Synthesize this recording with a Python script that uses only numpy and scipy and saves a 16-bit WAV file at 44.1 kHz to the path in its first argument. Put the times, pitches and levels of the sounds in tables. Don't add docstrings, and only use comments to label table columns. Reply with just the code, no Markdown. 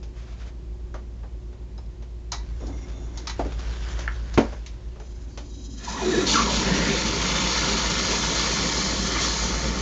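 import sys
import numpy as np
from scipy import signal
from scipy.fft import rfft, irfft, next_fast_len
from scipy.io import wavfile
from scipy.ndimage import uniform_filter1d, map_coordinates

SR = 44100
rng = np.random.default_rng(int(sys.argv[2]) if len(sys.argv) > 2 else 0)


def waveform_to_disk(signal):
    frames = np.transpose(np.atleast_2d(signal))
    scaled = np.clip(frames, -1, 1) * 32767
    samples = np.round(scaled).astype(np.int16)
    wavfile.write(sys.argv[1], SR, samples)


N = 432826


def amp(db):
    return 10 ** (np.asarray(db) / 20)


def unit(x):
    return x / np.sqrt(np.mean(x ** 2) + 1e-20)


def clock(size):
    return np.arange(size) / SR


def along(points, hz):
    f, value = np.transpose(points)
    return np.interp(np.log(hz + 1), np.log(f + 1), value)


def levels(rows, fade=0.071):
    s, *columns = np.transpose(rows)
    t = clock(N)
    gate = np.clip(1 + np.minimum(t - s[0], s[-1] - t) / fade, 0, 1)
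    return [gate * amp(np.interp(t, s, column)) for column in columns]


def stroke(start_s, length_s, attack_s, release_s):
    t = clock(N) - start_s
    return np.clip(t / attack_s, 0, 1) * amp(-20 * np.clip((t - length_s) / release_s, 0, 10))


def noise(size=N):
    return rng.standard_normal(size)


def wobble(rate):
    knots = rng.standard_normal(int(N * rate / SR) + 4)
    return map_coordinates(knots, [clock(N) * rate])


def filtered(x, response):
    m = next_fast_len(len(x) + 8192)
    return irfft(rfft(x, m) * response(np.fft.rfftfreq(m, 1 / SR)), m)[:len(x)]


def coloured(x, spectrum):
    return unit(filtered(x, lambda hz: amp(along(spectrum, hz))))


def resonant(x, peaks):
    def response(f):
        total = 0
        for k, (centre, width, db) in enumerate(peaks):
            peak = 1j * f * width / (centre * centre - f * f + 1j * f * width)
            total = total + (-1) ** k * amp(db) * peak
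        return total
    return unit(filtered(x, response))


def patchy(x, depth_db, size_f, size_t):
    z = signal.stft(x, nperseg=512)[2]
    field = rng.standard_normal(z.shape)
    field = uniform_filter1d(uniform_filter1d(field, size_f, 0), size_t, 1)
    return signal.istft(z * amp(depth_db * unit(field)), nperseg=512)[1][:N]


def add(track, s, sound):
    part = track[max(round(s * SR), 0):][:len(sound)]
    part += sound[:len(part)]


def ring(modes, t, longest):
    y = 0
    for hz, db, t60 in modes:
        decay = amp(db + rng.normal(0, 0.75) - 60 * t / min(t60, longest))
        y = y + decay * np.sin(2 * np.pi * hz * t) * rng.choice([-1, 1])
    return y / np.abs(y).max()


def contact(t, mid_db, high_db, t60, crack_db, bass_db):
    shape = [(150, bass_db - 7), (480, bass_db), (900, 0.014), (2000, mid_db - 5),
             (4300, high_db - 4.5), (6500, high_db - 4), (8000, high_db - 21.5)]
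    decay = amp(-60 * t / max(t60, .02)) + amp(crack_db - 60 * t / 0.061)
    return coloured(noise(len(t)), shape) * decay


def bubbles(rate, pitch_hz, spread, cycles, scatter_db, rise):
    count = int(rate * N / SR)
    hz = pitch_hz * np.exp(spread * rng.standard_normal((count, 1)))
    hz = np.clip(hz, pitch_hz / 3, TOP_HZ)
    start = rng.integers(0, N, (count, 1))
    k = np.arange(int(3 * cycles * SR / pitch_hz))
    age = hz * k / SR / cycles
    strength = amp(scatter_db * np.minimum(rng.exponential(size=(count, 1)), 4))
    waves = strength * np.exp(-2 * age) * np.sin(2 * np.pi * cycles * age * (1 + rise * age))
    return unit(np.bincount((start + k).ravel(), waves.ravel(), N)[:N])


# (f/Hz, t60/s)
ROOM = [(150, 0.23), (1000, 0.34), (4000, 0.22), (8000, 0.23)]


def room(x, wet_db):
    hz, t, z = signal.stft(noise(SR // 2), SR, nperseg=256)
    decay = amp(-60 * t / along(ROOM, hz)[:, None])
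    tail = signal.istft(z * decay, SR, nperseg=256)[1]
    tail *= np.clip(clock(len(tail)) / 0.014, 0, 1)
    return x + amp(wet_db) * signal.fftconvolve(x, tail / np.linalg.norm(tail))[:len(x)]


PLUNGE_S, COLLAPSE_S, LIFT_S = 5.762, 6.25, 9.38
CHURN_DB, CHURN_RISE_S = -30, 1
CHURN_SAG_DB, CHURN_SAG_S = 8, 1.08
CRACKLE_DB, FIZZ_DB = -29, -28
HEIGHT_S, BUILD_DB_PER_S = 7.65, 2.5
CRACKLE_COOL_DB_PER_S, FIZZ_COOL_DB_PER_S = 2.5, 0.5
LIFT_DB, LIFT_FOR_S = 5, 0.26
# (peak t/s, half width t/s, fizz gain level/dB, crackle gain level/dB)
FLARES = [(6.315, .07, 8.5, 1.5), (6.39, 0.066, 1.5, 5), (6.55, 0.063, 3.5, -0.5), (6.98, 0.079, 2, -1.5),
          (7.63, .07, 0.5, 0.5), (8.118, 0.014, 2.5, 4), (8.41, 0.12, 1.5, 1.5), (8.85, 0.033, 1.5, 1),
          (9.04, 0.14, -1, -1.5), (9.17, 0.028, -1.5, 5), (9.235, 0.037, 4.5, 3.5)]


def boil_levels():
    t = clock(N)
    since_collapse_s = np.maximum(t - COLLAPSE_S, 0)
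    churn_db = CHURN_DB + CHURN_SAG_DB * np.exp(-since_collapse_s / CHURN_SAG_S)
    churn = np.clip((t - PLUNGE_S) / CHURN_RISE_S, 0, 1) * amp(churn_db)
    wetted = np.clip((t - COLLAPSE_S) / 0.027, 0, 1) * amp(-BUILD_DB_PER_S * np.maximum(HEIGHT_S - t, 0))
    cooling_s = np.maximum(t - HEIGHT_S, 0)
    crackle_db = CRACKLE_DB - CRACKLE_COOL_DB_PER_S * cooling_s
    lift = np.clip((t - LIFT_S) / LIFT_FOR_S, 0, 1)
    fizz_db = FIZZ_DB - FIZZ_COOL_DB_PER_S * cooling_s - LIFT_DB * lift
    for s, width_s, fizz_gain_db, crackle_gain_db in FLARES:
        flare = np.exp(-((t - s) / width_s) ** 2)
        crackle_db = crackle_db + crackle_gain_db * flare
        fizz_db = fizz_db + fizz_gain_db * flare
    crackle = wetted * amp(crackle_db + 0.35 * wobble(13))
    fizz = wetted * amp(fizz_db + 0.26 * wobble(15))
    return churn * amp(1.4 * wobble(14)), crackle, fizz


# (f/Hz, level/dB)
TUB = [(53, -58), (90, -15.5), (189, -4.5), (253, -10.5), (392, -14.5), (422, -6.5), (525, -8.5),
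       (800, -10.5), (1040, -48.5), (1760, -120)]
# (f/Hz, width/Hz, level/dB)
TUB_MODES = [(176.7, 64, -2), (199, 26.4, 2), (222.6, 15, -2.5), (282.5, 10.8, -1.5), (318.7, 18, -3.5),
             (376.7, 8.1, -2), (396.6, 6.9, 0), (480.5, 30, -8), (531.4, 32, -6.5)]
# (f/Hz, level/dB)
CRACKLE = [(410, -27.5), (700, -8), (805, -18.5), (872, -4.5), (973, 0.5), (1080, -9), (1440, -2),
           (1570, -10.5), (1710, -4), (1910, -6.5), (2230, -1), (2640, -3), (3000, -0.5), (3900, -24),
           (6600, -120)]
CRACKLE_COOL = [(410, -24), (700, -6.5), (810, -18), (915, -1), (1010, -7.5), (1110, -3), (1440, -3),
                (1570, -12), (1710, -3), (1960, -4.5), (2230, -3.5), (2590, -7.5), (3000, -6), (3900, -44),
                (6600, -120)]
# (f/Hz, width/Hz, level/dB)
RIM_MODES = [(888, 31, 1.5), (929, 14, -8.5), (1088, 17, 2.5), (1419, 27, -3), (1702, 35, -2.5),
             (2088, 20, 3), (2305, 14, 2.5)]
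# (f/Hz, level/dB)
FIZZ = [(1590, -39), (2700, -11), (3560, -1), (3930, -7), (4620, -3), (5160, -4.5), (5670, -2), (6590, -4),
        (6930, -5), (7360, -9), (8100, -23), (8510, -11.5), (8950, -22.5), (11600, -73), (19700, -120)]
FIZZ_COOL = [(1590, -34), (2700, -18.5), (3140, -2.5), (3350, -5.5), (3680, -8), (4160, -5), (4780, -3.5),
             (5210, -3), (6590, -2), (7360, -8.5), (8100, -21), (8510, -11.5), (8950, -25.5), (11600, -73),
             (19700, -120)]
# (f/Hz, width/Hz, level/dB)
FIZZ_MODES = [(3470, 49, 0.5), (3784, 71, -2), (4175, 70, 4.5), (4420, 53, -1), (4527, 49, 2.5),
              (5580, 30, -6.5), (6610, 22, 5.5)]


def boiling():
    churn, crackle, fizz = boil_levels()
    surge = wobble(45)
    cool = np.interp(clock(N), [7, 8.8], [0, 1])

    gulps = noise() + amp(-7.5) * bubbles(260, 276.6, 0.506, 7.0, 1.1, 0.057)
    large = amp(-4.5) * coloured(gulps, TUB) + amp(-4.5) * resonant(noise(), TUB_MODES)

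    bursts = noise() + amp(-6) * bubbles(1800, 1693, 0.481, 5.2, 3.1, 0.046)
    bursts = patchy(bursts, 1.4, size_f=2, size_t=8)
    middle = (1 - cool) * coloured(bursts, CRACKLE) + cool * coloured(bursts, CRACKLE_COOL)
    middle = middle + amp(-6.5) * resonant(noise(), RIM_MODES)

    spray = noise() + amp(-6) * bubbles(4000, 4970, 0.45, 3, 4.2, 0.035)
    spray = patchy(spray, 1.9, size_f=2, size_t=16)
    small = (1 - cool) * coloured(spray, FIZZ) + cool * coloured(spray, FIZZ_COOL)
    small = small + amp(-6) * resonant(noise(), FIZZ_MODES)

    crackling = amp(-0.5 + 0.75 * surge) * crackle * middle
    fizzing = amp(0.16 + 0.76 * surge) * fizz * small
    return churn * large + crackling + fizzing


def pocket(rows, rough, flutter_rate, wander):
    s, hz, db = np.transpose(rows)
    gain, = levels(np.transpose([s, db]), fade=.01)
    pitch = np.interp(clock(N), s, hz) * (1 + wander * wobble(flutter_rate))
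    tone = np.sin(2 * np.pi * np.cumsum(pitch) / SR)
    return gain * unit((1 + rough * wobble(flutter_rate)) * tone)


POCKET_ATTACK_S, POCKET_RELEASE_S = 0.01, 0.032
POCKET_SETTLE = .35
POCKET_ROUGH, FLUTTER_PER_S = .5, 220
# (start t/s, length t/s, first f/Hz, last f/Hz, level/dB, pitch wander as a share)
POCKETS = [(5.3, .6, 4560, 5020, -65, .012), (5.498, 0.54, 3870, 3990, -60.5, 0.01),
           (5.828, 0.22, 4930, 4950, -54, .008), (5.872, .016, 940, 970, -29, .06),
           (5.923, 0.087, 1002, 962, -35.5, 0.094), (6.013, 0.02, 906, 716, -31.5, 0.13),
           (6.016, 0.017, 380, 355, -24.5, .07), (6.03, 0.19, 4010, 3850, -40.5, 0.013),
           (6.051, 0.037, 337, 371.4, -21, 0.054), (6.109, 0.055, 331, 382, -24, .13),
           (6.117, 0.078, 1820, 1680, -36.5, 0.018), (6.17, 0.013, 368, 350, -15, .1),
           (6.199, 0.19, 326.7, 276, -32, 0.13), (6.335, 0.079, 1710, 1130, -22, .045),
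           (6.451, 0.0406, 1287, 934, -31, 0.038)]


def pockets():
    out, t = np.zeros(N), clock(SR)
    for s, length, first_hz, last_hz, db, wander in POCKETS:
        shake, swell = (map_coordinates(noise(1024), [t * FLUTTER_PER_S]) for _ in range(2))
        settling = np.exp(-(t / (POCKET_SETTLE * length)) ** 2)
        pitch = last_hz + (first_hz - last_hz) * settling
        phase = 2 * np.pi * np.cumsum(pitch * (1 + wander * shake)) / SR
        tone = (1 + POCKET_ROUGH * swell) * np.sin(phase)
        envelope = stroke(0, length, POCKET_ATTACK_S, POCKET_RELEASE_S)[:len(t)]
        add(out, s, amp(db) * envelope * unit(tone))
    return out


# (t/s, level/dB)
TIP = [(5.05, -64), (5.434, -65), (5.53, -59.5), (5.816, -53.5), (5.9, -42)]
# (f/Hz, level/dB)
TIP_COLOUR = [(1470, -48), (2500, -15), (2950, -10), (3220, -4), (3580, -16), (3730, -8), (3910, 0),
              (4620, -5), (5010, -17), (5320, -8), (5450, -7), (6060, 4), (7260, -6.5), (7470, -6),
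              (8000, -38), (10400, -61), (17600, -120)]
# (f/Hz, width/Hz, level/dB)
TIP_MODES = [(3190, 90, -1), (3830, 73, -4), (5100, 46, 9), (5250, 76, -9), (6120, 79, -1.5),
             (6980, 150, 2.5)]
# (t/s, level/dB)
JACKET = [(5.76, -64), (5.804, -51), (5.874, -39.5), (5.894, -40), (6.176, -30.5), (6.25, -32.5)]
# (f/Hz, level/dB)
JACKET_COLOUR = [(290, -21), (500, -10), (597, -10), (689, 5), (813, -10.5), (1010, -3), (1490, -16),
                 (1720, 6), (1840, -6), (2720, -8), (3890, -2.5), (4590, -14), (6100, -2), (7030, -26),
                 (8500, -43), (11000, -66), (18700, -120)]
# (f/Hz, width/Hz, level/dB)
JACKET_MODES = [(957, 200, -4), (1400, 120, 1.5), (1706, 58, -8), (1900, 70, 1), (2495, 58, -1.5),
                (4370, 160, -4.5), (4970, 200, -9.5), (5300, 170, -22.5), (6840, 710, -8)]
# (t/s, pitch f/Hz, level/dB)
MURMUR = [(5.2, 270.8, -53), (5.95, 235.5, -38.5), (6.12, 238.8, -28), (6.72, 205, -30.5),
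          (7.0, 193.5, -42)]
# (t/s, pitch f/Hz, level/dB)
GUSH = [(6.62, 1675, -40), (6.78, 1788, -37.5), (6.88, 2140, -33), (7.0, 2323, -44)]


def vapour_jacket():
    tip, = levels(TIP, fade=0.08)
    thin = amp(-2.5) * coloured(noise(), TIP_COLOUR) + amp(-5.5) * resonant(noise(), TIP_MODES)
    sizzle = amp(4 + 3.4 * wobble(60)) * tip * thin

    jacket, = levels(JACKET, fade=0.033)
    ringing = resonant(patchy(noise(), 1.5, size_f=3, size_t=12), JACKET_MODES)
    steam = amp(-1.5) * coloured(noise(), JACKET_COLOUR) + amp(-3.0) * ringing
    flutter = amp(1.5 + 0.79 * wobble(90)) * jacket * steam

    deep = amp(-7) * pocket(MURMUR, 0.81, 70, .13)
    jet = pocket(GUSH, 0.32, 500, .13)
    return sizzle + flutter + room(deep + jet, wet_db=1.5) + room(pockets(), wet_db=-8)


TICKS_PER_S, TICKS_DB = 400, -4
FLICKER_DB, FLICKER_PER_S = 1.5, 25
# (t/s, level/dB)
FORGE = [(2.45, -56), (2.82, -55), (3.15, -55.5), (3.32, -50), (3.97, -40.5), (4.09, -48.5), (4.47, -46),
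         (4.76, -58.5), (5.3, -62)]
# (f/Hz, level/dB)
FLAME = [(250, -30), (420, 1.5), (554, 0.5), (605, -3), (1030, -1), (1340, -3.5), (1500, -0.5), (2450, -6),
         (2740, -6), (5900, -9.5), (7130, -12), (8500, -28), (11000, -75), (18700, -120)]


def forge():
    roar, = levels(FORGE, fade=0.12)
    ticks = unit((rng.random(N) < TICKS_PER_S / SR) * noise())
    rush = patchy(noise(), 2.2, size_f=8, size_t=8) + amp(TICKS_DB) * ticks
    flicker = amp(-0.5 + FLICKER_DB * wobble(FLICKER_PER_S))
    return roar * flicker * coloured(rush, FLAME)


DOOR_T60_S, PANEL_T60_S = 0.18, .16
# (t/s, level/dB, crack level/dB, boom level/dB, clap level/dB)
THUDS = [(3.394, -15, -17, -10, -3.5), (3.45, -21.5, -30, -3, -11.5), (4.376, -4.5, -4, -12.5, -13.5),
         (4.382, -4.5, -12.5, -8, -18), (4.406, -16.5, -23, -11, -21.5)]
# (f/Hz, level/dB, t60/s before the cap)
DOOR = [(135, -5, 0.12), (190, -14, 0.17), (229, -1.5, 0.25), (280, -2, 0.17), (381.5, -3.5, 0.19),
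        (425.5, -7, 0.18), (546, -7, 0.17), (602, -2.5, 0.17), (756, -16.5, 0.21), (893, -19.5, .2),
        (1110, -27, 0.14), (1214, -21, .19)]
# (f/Hz, level/dB)
DOOR_BODY = [(40, -34), (70, -14.5), (150, -22.5), (270, -4.5), (400, -3.5), (540, -4.5), (700, -11),
             (900, -15), (1150, -29.5), (1400, -25), (2000, -22.5), (3200, -33), (6500, -35.5), (8000, -51)]
# (f/Hz, width/Hz, level/dB)
PANEL = [(675, 64, 4), (820, 210, -1)]


def door():
    out, t = np.zeros(N), clock(SR // 2)
    crack_colour = [(300, -20.5), (1100, 11.0), (2000, 2), (3500, -5), (7000, -27.5)]
    for s, db, crack_db, boom_db, clap_db in THUDS:
        body = amp(-11.0 - 60 * t / DOOR_T60_S) * coloured(noise(len(t)), DOOR_BODY)
        crack = amp(crack_db - 5.0 - 60 * t / 0.061) * coloured(noise(len(t)), crack_colour)
        panel = amp(clap_db - 7 - 60 * t / PANEL_T60_S) * resonant(noise(len(t)), PANEL)
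        balance = [(200, boom_db + 6.5), (300, boom_db + 10), (390, 0.0046),
                   (560, clap_db + 6), (950, clap_db + 11)]
        modes = [(hz, level + along(balance, hz), t60) for hz, level, t60 in DOOR]
        add(out, s, amp(db) * (amp(-5.0) * ring(modes, t, DOOR_T60_S) + body + crack + panel))
    add(out, 4.376, amp(-11) * ring([(85.5, 5, 0.069), (141, -3.5, 0.069)], t, .1))
    return room(out, wet_db=-16.5)


SCRAPE_S, SCRAPE_FOR_S, SCRAPE_DB, SCRAPE_BENCH_DB = 2.6, 0.655, -56.5, -45.5
# (t/s, level/dB, middle level/dB, treble level/dB)
CLANKS = [(1.78, -31.5, -15, -16), (2.319, -14.5, -13, 14), (2.328, -18.5, -8, -10.5),
          (2.668, -33.5, -3, 21), (3.174, -23, -6, 5.5), (3.271, -16, 6.5, 10.5), (3.296, -20, 13, 9),
          (4.662, -26, 13.5, 16)]
# (f/Hz, level/dB, t60/s before a cap)
STEEL = [(917, 3.5, .1), (1270, -1, 0.17), (1680, -18.5, 0.24), (1970, 0.5, 0.16), (2290, -3, 0.28),
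         (3950, 4.5, 0.11), (4050, -13, 0.19), (4230, 0, 0.17), (4940, -16.5, .2), (5100, -23, 0.24),
         (5300, -8, 0.17), (5640, -12, .2), (5300, -8, .2), (6280, -18.5, 0.2), (6600, -6, .18)]
# (start t/s, length t/s, level/dB)
DRAGS = [(2.596, 0.046, -36.5), (2.662, 0.062, -38.5)]
# (f/Hz, width/Hz, level/dB)
SCRAPE = [(2110, 85, -3), (3540, 71, -2), (4100, 150, -15), (5530, 120, -3.5), (5900, 80, -2.5),
          (6430, 90, -5), (6860, 130, -5.5)]


def tongs():
    out, t = np.zeros(N), clock(SR // 2)
    blurred_modes = [(hz, 10 / life, level) for hz, level, life in STEEL]
    for s, db, mid_db, high_db in CLANKS:
        chatter = resonant(noise(len(t)), blurred_modes) * amp(-60 * t / 0.2)
        ringing = chatter + amp(3.5) * ring(STEEL, t, 0.23)
        body = contact(t, mid_db, high_db, t60=0.18, crack_db=1, bass_db=-5.5)
        add(out, s, amp(db - 18) * body + amp(1.94 * db - 3) * ringing)

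    slide = stroke(SCRAPE_S, SCRAPE_FOR_S, 0.01, .1)
    pushes = sum(amp(db) * stroke(s, length, 0.031, 0.031) for s, length, db in DRAGS)
    bench = amp(SCRAPE_BENCH_DB) * slide + pushes
    bench_colour = [(120, -20), (230, -5.5), (300, -1.0), (400, -10.5), (650, -15), (1200, -24), (3000, -47.5)]
    drag = amp(-2 + 1.3 * wobble(40)) * bench * coloured(noise(), bench_colour)

    grit = resonant(patchy(noise(), 3.2, size_f=6, size_t=16), SCRAPE)
    scrape = amp(SCRAPE_DB + 1.3 * wobble(50)) * slide * grit
    return room(out, wet_db=-12.0) + drag + scrape


TAP_TAIL_DB, TAP_TAIL_T60_S = -16, 0.12
# (t/s, level/dB, brightness tilt/dB)
KNOCKS = [(0.029, -33.5, 0.5), (0.222, -38.5, -1), (0.449, -35, -11), (0.942, -21, -5.5),
          (1.233, -29.5, -8), (1.527, -39, -3.5), (2.024, -34.5, -3), (3.521, -26, -2), (3.592, -26, 0),
          (3.991, -23, -0.5), (4.34, -24.5, 2), (4.525, -25, -6.5), (4.96, -33.5, -6), (5, -29, -3.5),
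          (5.375, -22.5, -0.5)]
# (t/s, level/dB)
TAP = [(4.078, -14.5)]
# (f/Hz, level/dB, t60/s before a cap)
TAPPED = [(866, -12, 0.022), (1390, 2.5, 0.013), (1740, 3, 0.012), (2150, -5, .01), (2860, -13, .008),
          (4380, -22, 0.013)]
# (t/s, peak level/dB before the room)
PINGS = [(1.779, -42), (1.86, -53)]
# (f/Hz, level/dB, t60/s)
PINGED = [(3940, 1, 0.062), (5100, 1, 0.067), (5270, -9, .14), (6520, -10, 0.09)]
# (start t/s, length t/s, level/dB)
RUSTLE = [(0.122, 0.21, -54.5), (0.368, 0.064, -50.5)]
# (f/Hz, level/dB)
GLOVE = [(290, -38), (500, -7), (549, -13), (676, 3), (833, -7), (1190, -1.5), (6490, -12), (8000, -21),
         (10400, -63), (17600, -120)]


def knocks():
    out, t = np.zeros(N), clock(SR // 2)
    for s, db, tilt_db in KNOCKS:
        knock = contact(t, 1.0 * tilt_db, 2.7 * tilt_db, t60=.2, crack_db=-5, bass_db=7.0)
        add(out, s, amp(db - 15) * knock)
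    tail_colour = [(600, -16), (1300, -3), (2000, -3), (3500, -23), (7000, -43)]
    for s, db in TAP:
        tail = amp(TAP_TAIL_DB - 60 * t / TAP_TAIL_T60_S) * coloured(noise(len(t)), tail_colour)
        add(out, s, amp(db) * (amp(2) * ring(TAPPED, t, 0.023) + tail))
    for s, db in PINGS:
        add(out, s, amp(db) * ring(PINGED, t, .3))
    rub = sum(amp(db) * stroke(s, length, 0.044, 0.13) for s, length, db in RUSTLE)
    gloves = amp(2.7 * wobble(42)) * rub * coloured(noise(), GLOVE)
    return room(out, wet_db=-12.0) + gloves


OPEN_S, OPEN_FOR_S, OPEN_HUM_DB = 3.3, 1.1, 5.5
# (f/Hz, level/dB)
MOTORS = [(47.12, -18), (48.97, -7), (56.66, 0), (97.96, -22), (113.32, -18), (169.96, -24)]
# (t/s, level/dB)
HUM = [(0, -36), (.85, -35), (1.3, -36), (2.25, -36.5), (2.5, -30.5), (3.2, -34.5), (4.6, -36),
       (5.95, -37.5), (6.55, -31), (7.25, -33.3), (8.85, -34), (9.55, -29.5)]
# (f/Hz, level/dB)
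RUMBLE = [(15, -26.5), (27, -1), (36, -6), (60, 1), (90, -4.5), (125, -6.5), (160, -12), (210, -12),
          (260, -17), (380, -16), (480, -33.5), (900, -33.5), (2000, -90.5)]
# (f/Hz, level/dB)
AIR = [(260, -34), (450, -7), (659, -11), (727, -16.5), (1060, -15.5), (1250, -21), (2550, -23),
       (8500, -28.5), (11000, -54), (18700, -120)]


def workshop():
    hum = amp(np.interp(clock(N), *np.transpose(HUM)))
    hum = hum * amp(OPEN_HUM_DB * stroke(OPEN_S, OPEN_FOR_S, .1, .15))
    t = clock(N) - 5.135
    tones = sum(amp(db) * np.sin(2 * np.pi * hz * t + .04 * wobble(2.8)) for hz, db in MOTORS)
    whine_phase = 2 * np.pi * 360.5 * t
    whine = amp(-53.0 + 1.5 * wobble(4)) * np.sin(whine_phase + .3 * wobble(3))
    rumble = (amp(-47) + amp(-14.5) * hum) * coloured(noise(), RUMBLE)
    air = amp(-57.5) * coloured(noise(), AIR)
    return amp(3.0) * hum * tones + whine + rumble + air


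def scene():
    mono = boiling() + vapour_jacket() + forge() + door() + tongs() + knocks() + workshop()
    return np.array([mono, mono])


TOP_HZ = 9050
# (f/Hz, level/dB)
MICROPHONE = [(7200, -0.5), (7600, -7.5), (7950, -15), (8400, -16), (8900, -18.5)]


def record(dry):
    clipped = dry / (1 + np.abs(dry / .7) ** 6) ** (1 / 6)

    def response(hz):
        return amp(along(MICROPHONE, hz)) * (hz < TOP_HZ)
    return np.array([filtered(x, response) for x in clipped])


dry = scene()
out = record(dry)
waveform_to_disk(out)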